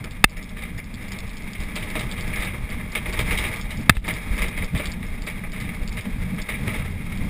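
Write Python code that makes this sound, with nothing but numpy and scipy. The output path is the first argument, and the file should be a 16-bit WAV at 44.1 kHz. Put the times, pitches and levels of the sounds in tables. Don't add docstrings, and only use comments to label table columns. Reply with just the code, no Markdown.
import sys
import numpy as np
from scipy import signal
from scipy.fft import rfft, irfft, next_fast_len
from scipy.io import wavfile
from scipy.ndimage import uniform_filter1d

SR = 44100
rng = np.random.default_rng(int(sys.argv[2]) if len(sys.argv) > 2 else 0)


def amplitude_ratio(level_db):
    exponent = np.asarray(level_db, float) / 20
    return 10 ** exponent


def store_wav(level_fs):
    pcm = np.round(np.clip(np.atleast_2d(level_fs), -1, 1) * 32767)
    wavfile.write(sys.argv[1], SR, pcm.T.astype(np.int16))


N = 321822
TIME = np.arange(N) / SR

# (time [s], roughness [dB], wheel load [dB])
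GROUND = [(0.0, -47.5, -35), (0.89, -45.5, -31.5), (1.12, -42, -31.5), (1.5, -43, -34.5), (1.97, -37, -28),
          (2.44, -39, -31.5), (2.9, -43, -29), (3.33, -29.5, -36.5), (3.7, -42.5, -29.5), (4.0, -41, -31),
          (4.21, -34.5, -30), (4.41, -39, -28.5), (5.02, -44.5, -33), (6.22, -42.5, -29),
          (6.59, -41.5, -31.5), (6.75, -35.5, -27.5), (6.93, -45.5, -32.5), (7.3, -39, -25.5)]
# (middle [s], length [s], boom drop [dB], rattle drop [dB])
SKIPS = [
    (0.852, 0.082, 3.5, 4.5),
    (2.923, 0.09, 5, -1),
    (3.717, 0.033, 5, 1),
    (4.003, 0.039, 6, 24),
    (4.234, 0.071, 5, 4),
    (4.7, 0.065, 12, 3),
    (6.026, 0.048, 13, 0),
    (6.47, 0.041, 8, -2),
]
# (middle [s], length [s], thud [dB])
PRESSES = [(.33, .08, -28), (1.265, 0.15, -41), (1.624, .06, -32), (2.066, .06, -33), (2.327, .06, -31),
           (3.086, 0.11, -31), (3.33, 0.24, -27), (3.663, 0.09, -34), (3.78, 0.038, -43),
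           (3.963, 0.046, -22), (4.43, 0.11, -27.5), (4.635, .08, -29), (4.884, 0.063, -31.5),
           (5.14, .1, -32), (5.513, 0.12, -35), (5.835, 0.079, -27.5), (6.19, 0.046, -30),
           (6.593, 0.064, -34), (6.853, .15, -40), (7.22, .1, -42)]
# (middle [s], length [s], lower modes [dB], upper modes [dB])
BOOMS = [(.01, 0.098, -40, -42), (0.96, .06, -41, -64), (1.59, 0.039, -36.5, -54), (1.99, 0.076, -42, -54),
         (2.297, 0.034, -50, -40), (2.446, 0.12, -35, -48), (3.22, 0.05, -34, -46), (3.3, 0.13, -30, -34),
         (3.487, 0.037, -32.5, -37), (3.793, 0.028, -40, -31.5), (3.954, 0.044, -29, -34),
         (4.122, 0.069, -40, -38), (4.427, 0.073, -45, -44), (4.655, 0.049, -51, -42),
         (4.751, 0.058, -23.5, -29), (5.004, 0.076, -54, -35), (5.687, 0.097, -40, -40),
         (6.085, 0.055, -47, -32.5), (6.334, 0.09, -46, -32), (6.59, 0.067, -39, -45),
         (6.671, 0.086, -27.5, -34.5), (6.945, 0.24, -35.5, -47)]
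# (frequency [Hz], width [Hz], level [dB])
THUD_MODES = [(20.3, 15.9, 1.5), (42, 39.4, 0.5), (66.7, 46.5, -4)]
# (frequency [Hz], width [Hz], level [dB])
KEEL_MODES = [(82.3, 21.6, 0), (133.9, 13.5, -0.5)]
# (frequency [Hz], width [Hz], level [dB])
HULL_MODES = [(172.4, 16.4, 1), (196.2, 13.2, 2), (226.6, 18.3, -1.5), (298.3, 8.6, -10)]
# (frequency [Hz], width [Hz], level rolling [dB], level jolted [dB])
SHELL_MODES = [(312.5, 81, -8, -1.5), (472, 55, -6, 0.5), (614, 47, -8, 1), (833, 139, -10.5, -6),
               (1218, 196, -9.5, -2.5), (1654, 180, -8.5, -6), (2109, 218, -1, 6), (2307, 164, 1, 8),
               (2429, 215, -4, 3), (2980, 300, -21, -1.5), (3203, 94, -12.5, 2), (3745, 280, -15, 0),
               (4270, 116, -20.5, -55), (4820, 530, -21.5, -12.5), (6000, 1760, -21, -47),
               (5660, 370, -41, -12)]
# (time [s], peak [dB], high modes [dB], low modes [dB])
SLAPS = [(0.0406, -31, -19, -4.5), (0.368, -27, -26, -16), (0.781, -29, -22, -14),
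         (1.5515, -28.5, -15, -18), (1.7614, -22.5, -8, -8.5), (1.8247, -27, -9, -8),
         (1.954, -19, -12.5, -7), (1.9933, -24, -7, -15), (2.2792, -42, -18, -23),
         (2.3303, -19.5, -32, -31), (2.4734, -25, -18, -17), (2.535, -30.5, -16, -3.5),
         (2.796, -33.5, -22, -4), (2.9522, -14, -12.5, -13.5), (3.058, -25.5, -14.5, -9),
         (3.1318, -34.5, -2, -32), (3.1907, -18.5, -9.5, -10.5), (3.3088, -17, -11.5, -13),
         (3.3747, -20, -5, -17), (3.707, -28, -5, -10), (3.9505, -30, -0.5, -6), (4.5285, -27.5, -28, -16),
         (4.6208, -26.5, -15, -6.5), (4.7946, -25.5, -15, -4.5), (5.436, -27, -36, -10),
         (5.971, -23, -12, -13.5), (6.052, -31.5, -12, -7), (6.3823, -24.5, -17, -15),
         (6.539, -28, -20, -32), (6.6796, -21, -14.5, -9.5)]
# (time [s], peak [dB], t60 [s])
SHAKES = [(0.276, -34.5, 0.41), (0.566, -32.5, 0.32), (0.6217, -30, 0.17), (1.008, -36, 0.29),
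          (1.1209, -30.5, 0.15), (1.6107, -33, 0.28), (1.8996, -30, .2), (2.179, -26.5, 0.17),
          (2.361, -27, 0.37), (2.398, -27.5, 0.21), (2.4234, -27.5, 0.24), (2.69, -32, 0.54),
          (3.439, -18.5, 0.18), (3.5945, -41, 0.18), (3.915, -20, 0.15), (4.0417, -32.5, 0.21),
          (4.0787, -18.5, 0.19), (4.378, -24.5, 0.33), (4.4175, -26, 0.35), (4.575, -24, 0.15),
          (4.749, -24.5, 0.26), (4.8355, -33, 0.48), (5.0285, -26, 0.053), (5.2698, -24.5, 0.23),
          (5.53, -32.5, 0.53), (5.6, -34, 0.42), (6.487, -23.5, 0.27), (6.733, -34, 0.99),
          (7.1208, -29, 0.1), (5.691, -26, 0.052)]
# (time [s], peak [dB])
TICKS = [(.042, -28), (.11, -28), (.3711, -35), (.4275, -32), (1.12, -27.5), (1.1878, -24.5), (1.5335, -30),
         (1.6033, -30.5), (1.6363, -34), (1.757, -23), (1.9027, -29.5), (1.9989, -30), (2.1137, -25.5),
         (2.209, -28.5), (2.4484, -28), (3.1269, -27), (3.1932, -29), (3.5609, -29), (3.6123, -25.5),
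         (4.1389, -25.5), (4.6447, -27), (4.7764, -25.5), (4.8567, -22), (4.9181, -27.5), (5.2209, -29.5),
         (5.6026, -28.5), (5.8769, -26.5), (6.0101, -33), (6.4172, -28.5), (7.1745, -33.5)]
# (time [s], peak [dB])
MORE_TICKS = [(3.9738, -36), (0.492, -32), (.6231, -39), (5.5197, -32), (0.7815, -36), (.8426, -38.5),
              (0.941, -33), (5.747, -39), (1.084, -37), (1.294, -33), (1.3698, -30.5), (1.422, -35.5),
              (1.8154, -46), (0.2966, -26), (2.278, -32), (2.3591, -27), (2.407, -31), (2.702, -31),
              (2.9198, -34), (3.4037, -29), (3.7724, -34.5), (3.8123, -36), (4.0697, -32), (4.3788, -30),
              (4.4207, -31), (4.4834, -30), (5.2663, -32), (5.3002, -37), (5.928, -29.5), (5.9872, -38)]
# (frequency [Hz], width [Hz], level [dB])
FITTING_MODES = [(2000, 650, -10), (3500, 1100, 0.5), (3610, 200, 5.5), (4570, 180, -4), (5300, 160, 2.5)]
# (time [s], peak [dB], frequency [Hz], t60 [s])
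DROPS = [
    (1.59, -24, 42, 0.19),
    (2.39, -18.5, 39.7, 0.13),
    (3.188, -17, 61, 0.081),
    (3.969, -7, 45, 0.11),
    (4.029, -20, 45, 0.036),
    (4.308, -11.5, 42, 0.12),
    (4.744, -17.5, 48, 0.11),
    (6.19, -43, 40, 0.042),
]
# (time [s], crack [dB], push [dB], push frequency [Hz], t60 [s])
KNOCKS = [
    (0.2411, 11, -1.5, 162, 0.022),
    (0.2445, -36, 1, 39.7, 0.063),
    (0.257, -26, -23, 100, 0.008),
    (3.895, 12.5, 6, 146, 0.022),
    (3.9044, 1, -20, 120, 0.0052),
    (3.909, -26, 2.5, 89, 0.049),
    (3.968, -13, -15, 120, 0.0067),
]
# (frequency [Hz], width [Hz], level [dB])
CASE_MODES = [(770, 170, -7.5), (1270, 200, -0.5), (1764, 95, 4), (2054, 100, 5.5), (2630, 96, 3.5),
              (3080, 170, -12.5), (3300, 90, -12), (3594, 98, -2), (4280, 240, -12.5), (4840, 120, -13)]

THUD_DB, KEEL_DB, HULL_DB, RATTLE_DB = -2, -9.5, -6.5, 2
HULL_GROWS_DB_PER_S = 0.09
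LUMPS_DB, LUMP_S = (2.5, 4, 1.5), 0.046
SLAP_T60_S, SHAKE_HIGH_DB, SHAKE_LOW_DB = 0.13, -13, -11.5
SHAKE_SLAP = 0.94
CHATTER_PER_S, CHATTER_DB = 6, -46
STRIKE_DB = 18.5
HOLD_HZ = 12000


def evened(x):
    return x / np.sqrt(np.mean(x ** 2) + 1e-20)


def steadied(x, smooth_s):
    return x / np.sqrt(abs(uniform_filter1d(x ** 2, int(smooth_s * SR))) + 0.15)


def add(mix, start_s, sound):
    part = mix[round(start_s * SR):][:len(sound)]
    part += sound[:len(part)]


def ring(x, modes):
    size = next_fast_len(len(x) + 8192)
    hz = np.fft.rfftfreq(size, 1 / SR)
    shape = 0
    for k, (mode_hz, width_hz, db) in enumerate(modes):
        damping = 1j * hz * width_hz
        shape = shape + (-1) ** k * amplitude_ratio(db) * damping / (mode_hz ** 2 - hz ** 2 + damping)
    shape = shape / np.sqrt(np.mean(abs(shape) ** 2))
    return irfft(rfft(x, size) * shape, size)[:len(x)]


def fade(t60_s, rise_s):
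    t = np.arange(int(t60_s * SR) + 1) / SR
    return (1 - np.exp(-t / rise_s)) * amplitude_ratio(-60 * t / t60_s)


def hump(middle_s, length_s):
    return np.exp(-((TIME - middle_s) / (0.5 * length_s)) ** 2)


def grit(flicker_db, smooth_s):
    flicker = evened(uniform_filter1d(rng.standard_normal(N), int(smooth_s * SR)))
    return evened(rng.standard_normal(N) * amplitude_ratio(flicker_db * flicker))


def lumps(swell_db):
    width = int(LUMP_S * SR)
    swell = uniform_filter1d(uniform_filter1d(rng.standard_normal(N), width), width)
    return amplitude_ratio(swell_db * evened(swell))


def boom():
    s, _, load_db = np.transpose(GROUND)
    skip_db = sum(db * hump(t, w) for t, w, db, _ in SKIPS)
    load = amplitude_ratio(np.interp(TIME, s, load_db) - skip_db)
    thud_lumps, keel_lumps, hull_lumps = [lumps(db) for db in LUMPS_DB]
    thud = load * thud_lumps * amplitude_ratio(THUD_DB)
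    thud += sum(amplitude_ratio(db) * hump(t, w) for t, w, db in PRESSES)
    keel = load * keel_lumps * amplitude_ratio(KEEL_DB)
    keel += sum(amplitude_ratio(db) * hump(t, w) for t, w, db, _ in BOOMS)
    hull = load * hull_lumps * amplitude_ratio(HULL_DB + HULL_GROWS_DB_PER_S * TIME)
    hull += sum(amplitude_ratio(db) * hump(t, w) for t, w, _, db in BOOMS)
    mix = np.zeros(N)
    for level, modes in ((thud, THUD_MODES), (keel, KEEL_MODES), (hull, HULL_MODES)):
        mix += level * steadied(ring(rng.standard_normal(N), modes), smooth_s=0.1)
    return mix


def rattle():
    s, rough_db, _ = np.transpose(GROUND)
    skip_db = sum(db * hump(t, w) for t, w, _, db in SKIPS)
    level = amplitude_ratio(np.interp(TIME, s, rough_db) - skip_db + RATTLE_DB)
    modes = [(hz, width, db) for hz, width, db, _ in SHELL_MODES]
    return ring(level * grit(flicker_db=2, smooth_s=0.016), modes)


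def jolts():
    low, middle, high = np.zeros((3, N))
    bumps = [(*row, SLAP_T60_S, 1) for row in SLAPS]
    bumps += [(s, db, SHAKE_HIGH_DB, SHAKE_LOW_DB, t60, SHAKE_SLAP) for s, db, t60 in SHAKES]
    for s, db, high_db, low_db, t60, sharp in bumps:
        start = s - 0.0012
        for drive, share_db, slap in ((low, low_db + 5, 0.8), (middle, 0, 0.8), (high, high_db + 5, 0.9)):
            add(drive, start, amplitude_ratio(db + share_db - 3) * fade(t60, rise_s=0.0057))
            add(drive, start, sharp * slap * amplitude_ratio(db + share_db) * fade(0.016, rise_s=0.0005))
    shake = grit(flicker_db=1.5, smooth_s=0.004)
    modes = [(hz, width, db) for hz, width, _, db in SHELL_MODES]
    return ring(low * shake, modes[:5]) + ring(middle * shake, modes[5:9]) + ring(high * shake, modes[9:])


def ticks():
    chatter = rng.random((int(CHATTER_PER_S * N / SR), 2)) * (N / SR, 8) + (0, CHATTER_DB)
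    hits = [*TICKS, *MORE_TICKS, *chatter]
    strikes = np.zeros(N)
    gaps_s = np.cumsum(0.003 + 0.006 * rng.random((len(hits), 3)), axis=1)
    click_s = 0.006
    signs = rng.choice([-1., 1.], (len(hits), 1 + int(click_s * SR)))
    clicks = fade(click_s, rise_s=0.0001) * signs
    clicks[:, 1] += 5
    for (s, db), later_s, click in zip(hits, gaps_s, clicks):
        add(strikes, s, amplitude_ratio(db - 2) * click)
        for gap_s, loss_db in zip(later_s, (7, 11, 16)):
            bounce_db = db - loss_db - 11.5 * rng.random() + 5
            add(strikes, s + gap_s, amplitude_ratio(bounce_db) * click)
    return ring(strikes, FITTING_MODES)


def swing(db, hz, t60_s):
    shape = fade(t60_s, rise_s=0.13 / hz)
    return amplitude_ratio(db + 4.5) * shape * np.sin(2 * np.pi * hz * np.arange(len(shape)) / SR)


def knocks():
    push, crack = np.zeros(N), np.zeros(N)
    for s, crack_db, push_db, hz, t60 in KNOCKS:
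        add(push, s, -swing(push_db, hz, 1.34 * t60))
        add(crack, s, amplitude_ratio(crack_db) * fade(min(t60, 0.018), rise_s=0.0002))
    scrape = crack * rng.choice([-1., 1.], N)
    for s, crack_db, *_ in KNOCKS:
        add(scrape, s, -amplitude_ratio(crack_db + STRIKE_DB) * np.hanning(5))
    return push + ring(amplitude_ratio(-8.5) * scrape, CASE_MODES)


def wheel_drops():
    low = np.zeros(N)
    for s, db, hz, t60 in DROPS:
        add(low, s, swing(db, hz, t60))
    return low


def scene():
    return (boom() + rattle() + jolts() + ticks() + knocks() + wheel_drops())[None]


def top_cut(x):
    return signal.sosfilt(signal.butter(12, 16470, fs=SR, output="sos"), x)


def low_pass(x, taps, cutoff_hz, beta):
    return signal.oaconvolve(x, signal.firwin(taps, cutoff_hz, window=("kaiser", beta), fs=SR), "same")


def record(dry):
    peak_db = 20 * np.log10(abs(dry[0]) + 1e-9)
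    fall_db = TIME * 182.0
    over_db = np.maximum(np.maximum.accumulate(peak_db + fall_db) - fall_db + 10, 0)
    late_db = np.concatenate([np.zeros(230), over_db])[:N]
    x = dry[0] / amplitude_ratio(0.63 * uniform_filter1d(late_db, 60))
    x = np.clip(low_pass(x, 61, 5700, 3.5), -1, 1)
    x = low_pass(x, 63, 6200, 6)
    mirrored = x * (1 + 2 * np.cos(2 * np.pi * HOLD_HZ * TIME))
    size = next_fast_len(N)
    hold = np.sinc(np.fft.rfftfreq(size, 1 / SR) / HOLD_HZ)
    held = irfft(rfft(mirrored, size) * hold, size)[:N]
    held = low_pass(held, 301, 15450, 6)
    return top_cut(np.clip(held, -1, 1)[None])


dry = scene()
out = record(dry)
store_wav(out)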